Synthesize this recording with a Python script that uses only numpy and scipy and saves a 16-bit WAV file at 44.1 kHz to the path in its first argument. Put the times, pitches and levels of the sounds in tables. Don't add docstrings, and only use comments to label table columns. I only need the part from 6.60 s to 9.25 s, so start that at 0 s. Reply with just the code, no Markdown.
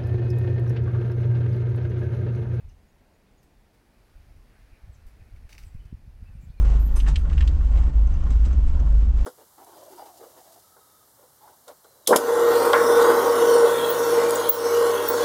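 import sys
import numpy as np
from scipy import signal
from scipy.fft import rfft, irfft, next_fast_len
from scipy.io import wavfile
from scipy.ndimage import uniform_filter1d, minimum_filter1d, map_coordinates

SR = 44100
rng = np.random.default_rng(int(sys.argv[2]) if len(sys.argv) > 2 else 0)


def inscribe(sig):
    pcm = np.round(np.clip(np.atleast_2d(sig).T, -1, 1) * 32767)
    wavfile.write(sys.argv[1], SR, pcm.astype(np.int16))


N = 116865
T = np.arange(N) / SR

# centre in Hz, width in Hz, lift in dB.
PANEL_RESONANCES = [(538, 50, 4), (801, 27, 4), (888, 25, 6), (1060, 80, 4), (1426, 35, 5), (1836, 35, 7),
                    (2714, 60, 4), (2922, 50, 5), (3198, 50, 5), (6150, 40, 5)]

# time in seconds, level in dB.
WHISTLE_RIDE = [(.13, -99), (.185, -76), (.205, -53.5), (.24, -60), (.265, -51), (.3, -66), (.32, -65),
                (.355, -60), (.375, -99)]
# pitch in Hz, relative level in dB.
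WHISTLE_PARTIALS = [(11912, -3.5), (12103, -8.5)]
SQUEAK_PARTIALS = [(5012, -62), (6142, -51.5), (7278, -64), (8440, -55), (9560, -55), (10650, -61),
                   (11505, -60), (12495, -64), (13345, -68)]
# peak time in seconds, gain in dB, hold in seconds.
SQUEAK_CUES = [(0.013, -7, .01), (0.362, 2, 0.017), (0.573, -14, .015)]
# peak time in seconds, level in dB, rise in seconds.
CREAK_CUES = [(.444, -50, 0.0039), (.477, -41.5, 0.01), (0.658, -51, 0.0099)]
# peak time in seconds, level in dB, rise and 60 dB decay in seconds.
SCRAPE_CUES = [(.363, -44, 0.0021, 0.23), (0.488, -36.5, 0.013, 0.12), (1.049, -53, 0.0022, .05),
               (1.19, -55, 0.0051, 0.065), (1.705, -47, 0.0022, 0.18), (1.856, -45, 0.0068, 0.11),
               (2.085, -52.5, 0.0085, 0.13)]
# frequency in Hz, relative density in dB.
CREAK_EQ = [(700, -19), (1300, 5), (1800, 1.5), (2300, -8), (3500, -14), (6000, -38), (12000, -71)]
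SCRAPE_EQ = [(300, -4.5), (900, 13), (1500, 5), (2300, -1.5), (4300, -4), (7800, -3), (10000, -15),
             (12500, -26.5), (15500, -39.5)]
JOLT_EQ = [(90, -7), (150, 18.5), (230, 0), (400, -17), (900, 1), (1450, -14), (1900, -16.5), (3000, -58.5)]

# start in seconds, ring in dB, ring centre in Hz, clack in dB, crack in dB.
KNOCK_CUES = [(0.4004, -40.5, 2930, -69, -46), (0.464, -46.5, 1600, -43, -57),
              (0.5579, -31.5, 2980, -42.5, -38), (0.6965, -53, 2000, -47, -56),
              (0.729, -51, 1890, -48, -52), (0.778, -41, 2620, -44, -69), (0.8071, -38, 2600, -39, -44),
              (0.822, -43, 2680, -52, -62), (0.8751, -41.5, 3600, -52, -39.5)]
# pitch in Hz, relative level in dB.
FIXTURE_MODES = [(1830, 1.5), (2195, -2), (2509, -1), (2729, 2.5), (2940, 2), (3210, 2), (3640, -6.5),
                 (3830, -3.5), (4140, -6), (4895, -2), (5432, -2.5), (5841, -10), (7830, -2.5)]
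# frequency in Hz, relative density in dB.
CLACK_EQ = [(300, -7.5), (900, -6.5), (1400, -8.5), (1800, 0.5), (2300, -5), (4000, -39), (12000, -76)]
CRACK_EQ = [(1500, -27), (3600, 12), (5200, 0.5), (7800, -1), (10000, -14.5), (13000, -29.5), (15500, -43)]

# peak time in seconds, then thump, crunch and grit levels in dB.
CLOD_CUES = [(0.025, -39, -44, -53), (.05, -48, -53, -48), (0.074, -51, -61, -56), (.117, -53, -49, -48),
             (0.373, -37, -49, -56), (.715, -44, -45.5, -58), (.826, -48, -43, -60), (0.896, -41, -58, -60),
             (1.01, -48, -48, -66), (1.118, -44, -54, -58), (1.138, -56, -52, -54), (1.16, -60, -51, -51.5),
             (1.18, -58, -56, -53), (1.21, -53, -48, -58), (1.265, -44, -49.5, -57),
             (1.539, -54, -50.5, -63), (1.629, -46, -50, -63), (1.668, -45, -44.5, -60),
             (1.708, -39.5, -53, -63), (1.866, -40.5, -56, -64), (1.907, -54, -48.5, -59),
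             (1.933, -45, -54, -62), (2.068, -45, -58, -59), (2.135, -48, -53, -59.5),
             (2.208, -44, -52.5, -62), (2.27, -55, -47, -65), (2.424, -55, -55, -65)]
# frequency in Hz, relative density in dB.
CLOD_EQS = [
    [(130, -25.5), (230, 4.5), (330, -6.5), (600, -15.5), (1200, -31.5), (4000, -80)],
    [(450, -17.5), (850, -7), (1100, 4), (1450, -2), (2000, -15.5), (5000, -39.5), (12000, -72)],
    [(1200, -20.5), (2100, 2.5), (3100, -6.5), (4200, -14), (7800, -18.5), (10000, -33), (15000, -62.5)],
]
# time in seconds, relative level in dB.
CRUNCH_RIDE = [(0, -46.5), (.07, -42), (.16, -48.5), (.24, -54.5), (.33, -52), (.42, -50.5), (.6, -51),
               (.66, -55), (.74, -50), (.84, -46.5), (.93, -52.5), (1.08, -52), (1.18, -47.5),
               (1.26, -50.5), (1.32, -54.5), (1.42, -52), (1.58, -52), (1.7, -50.5), (1.79, -50.5),
               (1.86, -49), (2.0, -52.5), (2.1, -52), (2.24, -53), (2.42, -50.5), (2.52, -56), (2.6, -47),
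               (2.65, -51)]
ROLL_RIDE = [(.04, -37), (.18, -45), (.28, -54.5), (.37, -43.5), (.44, -67), (.6, -66), (.66, -44.5),
             (.76, -54), (.84, -49), (.94, -50), (1.02, -53), (1.17, -42.5), (1.33, -50), (1.42, -47.5),
             (1.55, -50), (1.68, -49), (1.8, -57), (1.88, -49.5), (2.04, -50.5), (2.22, -44), (2.52, -55.5),
             (2.65, -46)]
# peak time in seconds, level in dB.
STONE_CUES = [(.274, -55), (1.473, -48.5), (1.541, -54), (1.636, -54), (1.706, -52), (1.859, -50.5),
              (1.93, -52.5), (2.199, -51)]
# frequency in Hz, relative density in dB.
SOIL_EQ = [(150, -18.5), (500, -5), (1100, -0.5), (1900, -4.5), (2900, -8), (4200, -12), (7800, -14),
           (9500, -26.5), (12000, -40.5), (15000, -64.5)]
ROLL_EQ = [(200, -17), (400, 0.5), (600, 4), (1100, -1.5), (1450, -8.5), (2000, -25), (4000, -42.5),
           (10000, -100)]
STONE_EQ = [(800, -2.5), (2000, 2.5), (3300, -1), (4500, -13), (6100, 1.5), (7600, -5), (9500, -25),
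            (14000, -55)]

CYLINDER_ACCENTS = [-1, -7.5, -1, -4]
# frequency in Hz, relative gain in dB.
EXHAUST_EQ = [(40, -14.5), (85, -3), (110, 0.5), (145, -1.5), (190, -15), (230, -7), (330, -20),
              (500, -30.5), (900, -36.5), (3000, -82), (9000, -140)]
# frequency in Hz, relative density in dB.
MACHINERY_EQ = [(120, -19), (200, 8), (272, 2.5), (344, -15), (405, -3.5), (659, -11.5), (1050, -23),
                (1150, -20.5), (1360, -13), (1750, -25.5), (4470, -32.5), (7150, -38.5), (8260, -58.5),
                (13000, -71.5), (15000, -66.5)]
# centre in seconds, depth on the cab layer in dB.
DIP_CUES = [(0.288, 4), (.565, 0), (.68, 1.5), (.987, 2.5), (1.098, 5), (1.32, 11), (1.444, 2.5),
            (1.563, 1.5), (1.686, 4.5), (1.787, 7.5), (2.108, 4), (2.54, 1)]

# peak time in seconds, level in dB, pitch in Hz.
THUD_CUES = [(.035, -28, 120.7), (0.495, -29.5, 146), (0.673, -33.5, 154.8), (1.565, -34, 145),
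             (1.661, -33, 158.1), (2.254, -30.5, 133.2), (2.345, -32.5, 112.1)]
# frequency in Hz, relative density in dB.
FLOOR_EQ = [(40, -91), (72, -34), (101, -7.5), (126, 12.5), (147, 9.5), (186, 1.5), (226, -3), (291, -1.5),
            (401, -9.5), (800, -73.5), (3000, -120)]
RUMBLE_EQ = [(20, -26), (36, -9.5), (65, -1), (85, 0), (110, -33), (400, -120)]
# time in seconds, relative level in dB.
FLOOR_RIDE = [(.05, -28), (.3, -40), (.42, -40.5), (.49, -33), (.58, -41), (.78, -34), (.87, -36),
              (.94, -37), (1.1, -39.5), (1.3, -31.5), (1.46, -41), (1.7, -36.5), (1.88, -37), (2.08, -37),
              (2.22, -35), (2.42, -39.5), (2.65, -40)]
SHUDDER_RIDE = [(0.03, -12), (0.27, -28.5), (0.33, -15), (0.53, -24), (1.23, -19.5), (1.38, -24.5),
                (1.5, -17.5), (2.01, -27), (2.06, -12.5), (2.19, -18.5), (2.24, -34), (2.31, -17.5),
                (2.48, -23.5), (2.62, -18)]
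UPPER_BOOM_RIDE = [(0.03, -17.5), (0.39, -39.5), (0.59, -18), (0.65, -27.5), (0.77, -14), (1.05, -21.5),
                   (1.28, -22), (1.31, -29), (1.66, -22.5), (1.72, -37), (1.77, -23), (1.98, -14.5),
                   (2.03, -24.5), (2.14, -20), (2.23, -25), (2.45, -36), (2.48, -16.5), (2.62, -31)]
MAIN_BOOM_RIDE = [(0.03, -11), (0.09, -14), (0.35, -23.5), (0.5, -16.5), (0.6, -29.5), (0.65, -18.5),
                  (0.68, -30), (0.86, -15.5), (0.97, -29), (1.0, -19.5), (1.15, -16.5), (1.33, -23.5),
                  (1.36, -16.5), (1.46, -15.5), (1.54, -31.5), (1.79, -13.5), (1.96, -29), (1.99, -16.5),
                  (2.07, -23.5), (2.14, -29.5), (2.21, -20.5), (2.4, -14), (2.45, -20), (2.62, -21)]
# time in seconds, pitch in Hz.
UPPER_BOOM_BEND = [(0, 75.9), (.3, 72.68), (.57, 69.27), (.85, 69.99), (1.05, 67.8), (1.27, 72.76),
                   (1.65, 71.82), (1.92, 65.08), (2.12, 69.41), (2.5, 66.28)]
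MAIN_BOOM_BEND = [(0, 49.93), (.15, 50.67), (.5, 49.57), (.84, 51.89), (.93, 57.4), (1.02, 50.02),
                  (1.2, 52.31), (1.87, 51.67), (2.05, 52.08), (2.3, 50.5), (2.45, 52.44), (2.65, 50.08)]

KNOCK_RISE_S, KNOCK_T60_S, CONTACT_S, RING_SPREAD_OCT = .0018, .028, .0003, .7
REBOUND_S, REBOUND_DB, CAB_TAIL_DB, CAB_T60_S = .004, -8, -15, .11
FIRING_HZ, SPEED_DRIFT = 51.83, .03
SCATTER_DB, JITTER_S = 1.5, 0.00059
THROB_DB, CLATTER_DB, PUFF_T60_S = -42.5, -48.5, 0.055
DIP_WIDTH_S, DIP_SHARE = 0.011, 0.33
CEILING_DB, LIMITER_HOLD_S, TOP_HZ = -8.8, .02, 14700


def amp(db):
    return 10 ** (np.asarray(db) / 20)


def unit(x):
    return x / np.sqrt(np.mean(x ** 2) + 1e-20)


def curve(rows):
    return np.interp(T, *np.transpose(rows))


def wobble(rate):
    return map_coordinates(rng.standard_normal(4096), [T * rate + 2], mode="wrap")


def coloured(x, eq, resonances=()):
    size = next_fast_len(N + SR // 2)
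    hz = np.fft.rfftfreq(size, 1 / SR)
    eq_hz, eq_db = np.transpose(eq)
    curve_db = np.interp(np.log(hz + 1), np.log(eq_hz), eq_db)
    lift_db = sum(db / (1 + (2 * (hz - centre) / width) ** 2) for centre, width, db in resonances)
    return unit(irfft(rfft(x, size) * amp(curve_db + lift_db), size)[:N])


def noise():
    return rng.standard_normal(N)


def grains(rough_db, rate):
    return noise() * amp(rough_db * wobble(rate))


def tone(hz, wander_hz, rate):
    cycles = rng.random() + np.cumsum(hz + wander_hz * wobble(rate)) / SR
    return np.sqrt(2) * np.sin(2 * np.pi * cycles)


def swell(s, rise, t60, hold=0):
    return np.exp(-(np.minimum(T - s, 0) / rise) ** 2) * amp(-60 * np.maximum(T - s - hold, 0) / t60)


def brake_whistle():
    pair = sum(amp(db) * tone(hz, wander_hz=15, rate=200) for hz, db in WHISTLE_PARTIALS)
    return amp(curve(WHISTLE_RIDE)) * pair


def squeaks():
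    partials = sum(amp(db) * unit(amp(3.5 * wobble(250)) * tone(hz, wander_hz=124, rate=1200))
                   for hz, db in SQUEAK_PARTIALS)
    return partials * sum(amp(db) * swell(s, rise=0.004, t60=0.18, hold=hold) for s, db, hold in SQUEAK_CUES)


def creaks():
    envelope = sum(amp(db) * swell(s, rise, t60=0.12) for s, db, rise in CREAK_CUES)
    return envelope * coloured(grains(rough_db=1.9, rate=550), CREAK_EQ, PANEL_RESONANCES)


def scrapes():
    envelope = sum(amp(db) * swell(s, rise, t60) for s, db, rise, t60 in SCRAPE_CUES)
    ringing = [(hz, 70, 9) for hz, _ in FIXTURE_MODES]
    return envelope * coloured(grains(rough_db=1.4, rate=700), SCRAPE_EQ, ringing)


def jolt():
    return amp(-42) * swell(0.474, rise=0.02, t60=0.32) * coloured(noise(), JOLT_EQ, PANEL_RESONANCES)


def knocks():
    mode_hz, mode_db = np.transpose(FIXTURE_MODES)
    modes = np.array([tone(hz, wander_hz=45.7, rate=500) for hz in mode_hz])
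    clack = coloured(noise(), CLACK_EQ, PANEL_RESONANCES)
    crack = coloured(noise(), CRACK_EQ, PANEL_RESONANCES)
    out = np.zeros(N)
    for s, ring_db, centre_hz, clack_db, crack_db in KNOCK_CUES:
        peak = s + KNOCK_RISE_S
        blow = swell(peak, KNOCK_RISE_S, KNOCK_T60_S)
        rebound = amp(REBOUND_DB) * swell(peak + REBOUND_S, KNOCK_RISE_S / 2, KNOCK_T60_S)
        tail = amp(CAB_TAIL_DB) * swell(peak, KNOCK_RISE_S, CAB_T60_S)
        envelope = (blow + rebound + tail) * np.clip((T - s) / CONTACT_S, 0, 1)
        off_centre = np.log2(mode_hz / centre_hz) / RING_SPREAD_OCT
        ring = unit((amp(mode_db) / (1 + off_centre ** 2)) @ modes)
        out += envelope * (amp(ring_db) * ring + amp(clack_db) * clack + amp(crack_db) * crack)
    return out


def clods():
    out = np.zeros(N)
    for layer, eq in enumerate(CLOD_EQS):
        envelope = sum(amp(db[layer]) * swell(s, rise=.0028, t60=0.088) for s, *db in CLOD_CUES)
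        out += envelope * coloured(grains(rough_db=1.9, rate=500), eq, PANEL_RESONANCES)
    return out


def tyres():
    soil = grains(rough_db=1.5, rate=400)
    crunch = amp(curve(CRUNCH_RIDE) - 3.5) * coloured(soil, SOIL_EQ, PANEL_RESONANCES)
    roll = amp(curve(ROLL_RIDE) - 4.0) * coloured(noise(), ROLL_EQ, PANEL_RESONANCES)
    tick = coloured(noise(), STONE_EQ, PANEL_RESONANCES)
    ping = amp(-6.5) * tone(hz=6150, wander_hz=60.6, rate=600)
    strikes = sum(amp(db) * swell(s, rise=0.00073, t60=0.036) for s, db in STONE_CUES)
    return crunch + roll + strikes * (tick + ping)


def engine():
    firing_count = np.cumsum(FIRING_HZ * (1 + SPEED_DRIFT * wobble(4))) / SR
    count = int(firing_count[-1])
    jitter, scatter = rng.standard_normal((256, 2))[:count].T
    times = np.interp(np.arange(count), firing_count, T) + JITTER_S * jitter
    sizes = amp(np.resize(CYLINDER_ACCENTS, count) + SCATTER_DB * scatter)
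    firings = np.bincount(np.clip(times * SR, 0, N - 1).astype(int), sizes, N)
    puffs = unit(signal.fftconvolve(firings, amp(-60 * T / PUFF_T60_S))[:N])
    clatter = coloured(noise() * (1 + puffs), MACHINERY_EQ, PANEL_RESONANCES)
    clatter *= amp(1.88 * wobble(13))
    return amp(THROB_DB) * coloured(firings, EXHAUST_EQ) + amp(CLATTER_DB) * clatter


def cab():
    boom = amp(curve(MAIN_BOOM_RIDE) + 2.14) * tone(curve(MAIN_BOOM_BEND), wander_hz=1.144, rate=12)
    upper = amp(curve(UPPER_BOOM_RIDE) - 2.44) * tone(curve(UPPER_BOOM_BEND), wander_hz=1.8, rate=16)
    shudder = amp(curve(SHUDDER_RIDE) - 1.66) * tone(hz=24.2, wander_hz=3, rate=18)
    rumble = amp(-32.5) * coloured(noise(), RUMBLE_EQ)
    drumming = amp(curve(FLOOR_RIDE) - 3.0) * coloured(noise(), FLOOR_EQ)
    thuds = sum(amp(db) * swell(s, rise=0.0089, t60=0.28) * tone(hz, wander_hz=6.74, rate=35)
                for s, db, hz in THUD_CUES)
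    return boom + upper + shudder + rumble + drumming + thuds


def scene():
    dip_db = sum(db * np.exp(-((T - s) / DIP_WIDTH_S) ** 2) for s, db in DIP_CUES)
    running = amp(-dip_db) * cab() + amp(-DIP_SHARE * dip_db) * (engine() + tyres())
    return (running + clods() + knocks() + scrapes() + jolt() + creaks() + brake_whistle() + squeaks())[None]


def record(dry):
    hold = int(LIMITER_HOLD_S * SR)
    needed = np.minimum(1, amp(CEILING_DB) / (np.abs(dry[0]) + 1e-9))
    held = minimum_filter1d(needed, hold)
    gain = uniform_filter1d(uniform_filter1d(held, hold), hold // 2)
    low_pass = signal.butter(20, TOP_HZ, fs=SR, output="sos")
    return signal.sosfiltfilt(low_pass, dry[0] * gain)[None]


dry = scene()
out = record(dry)
inscribe(out)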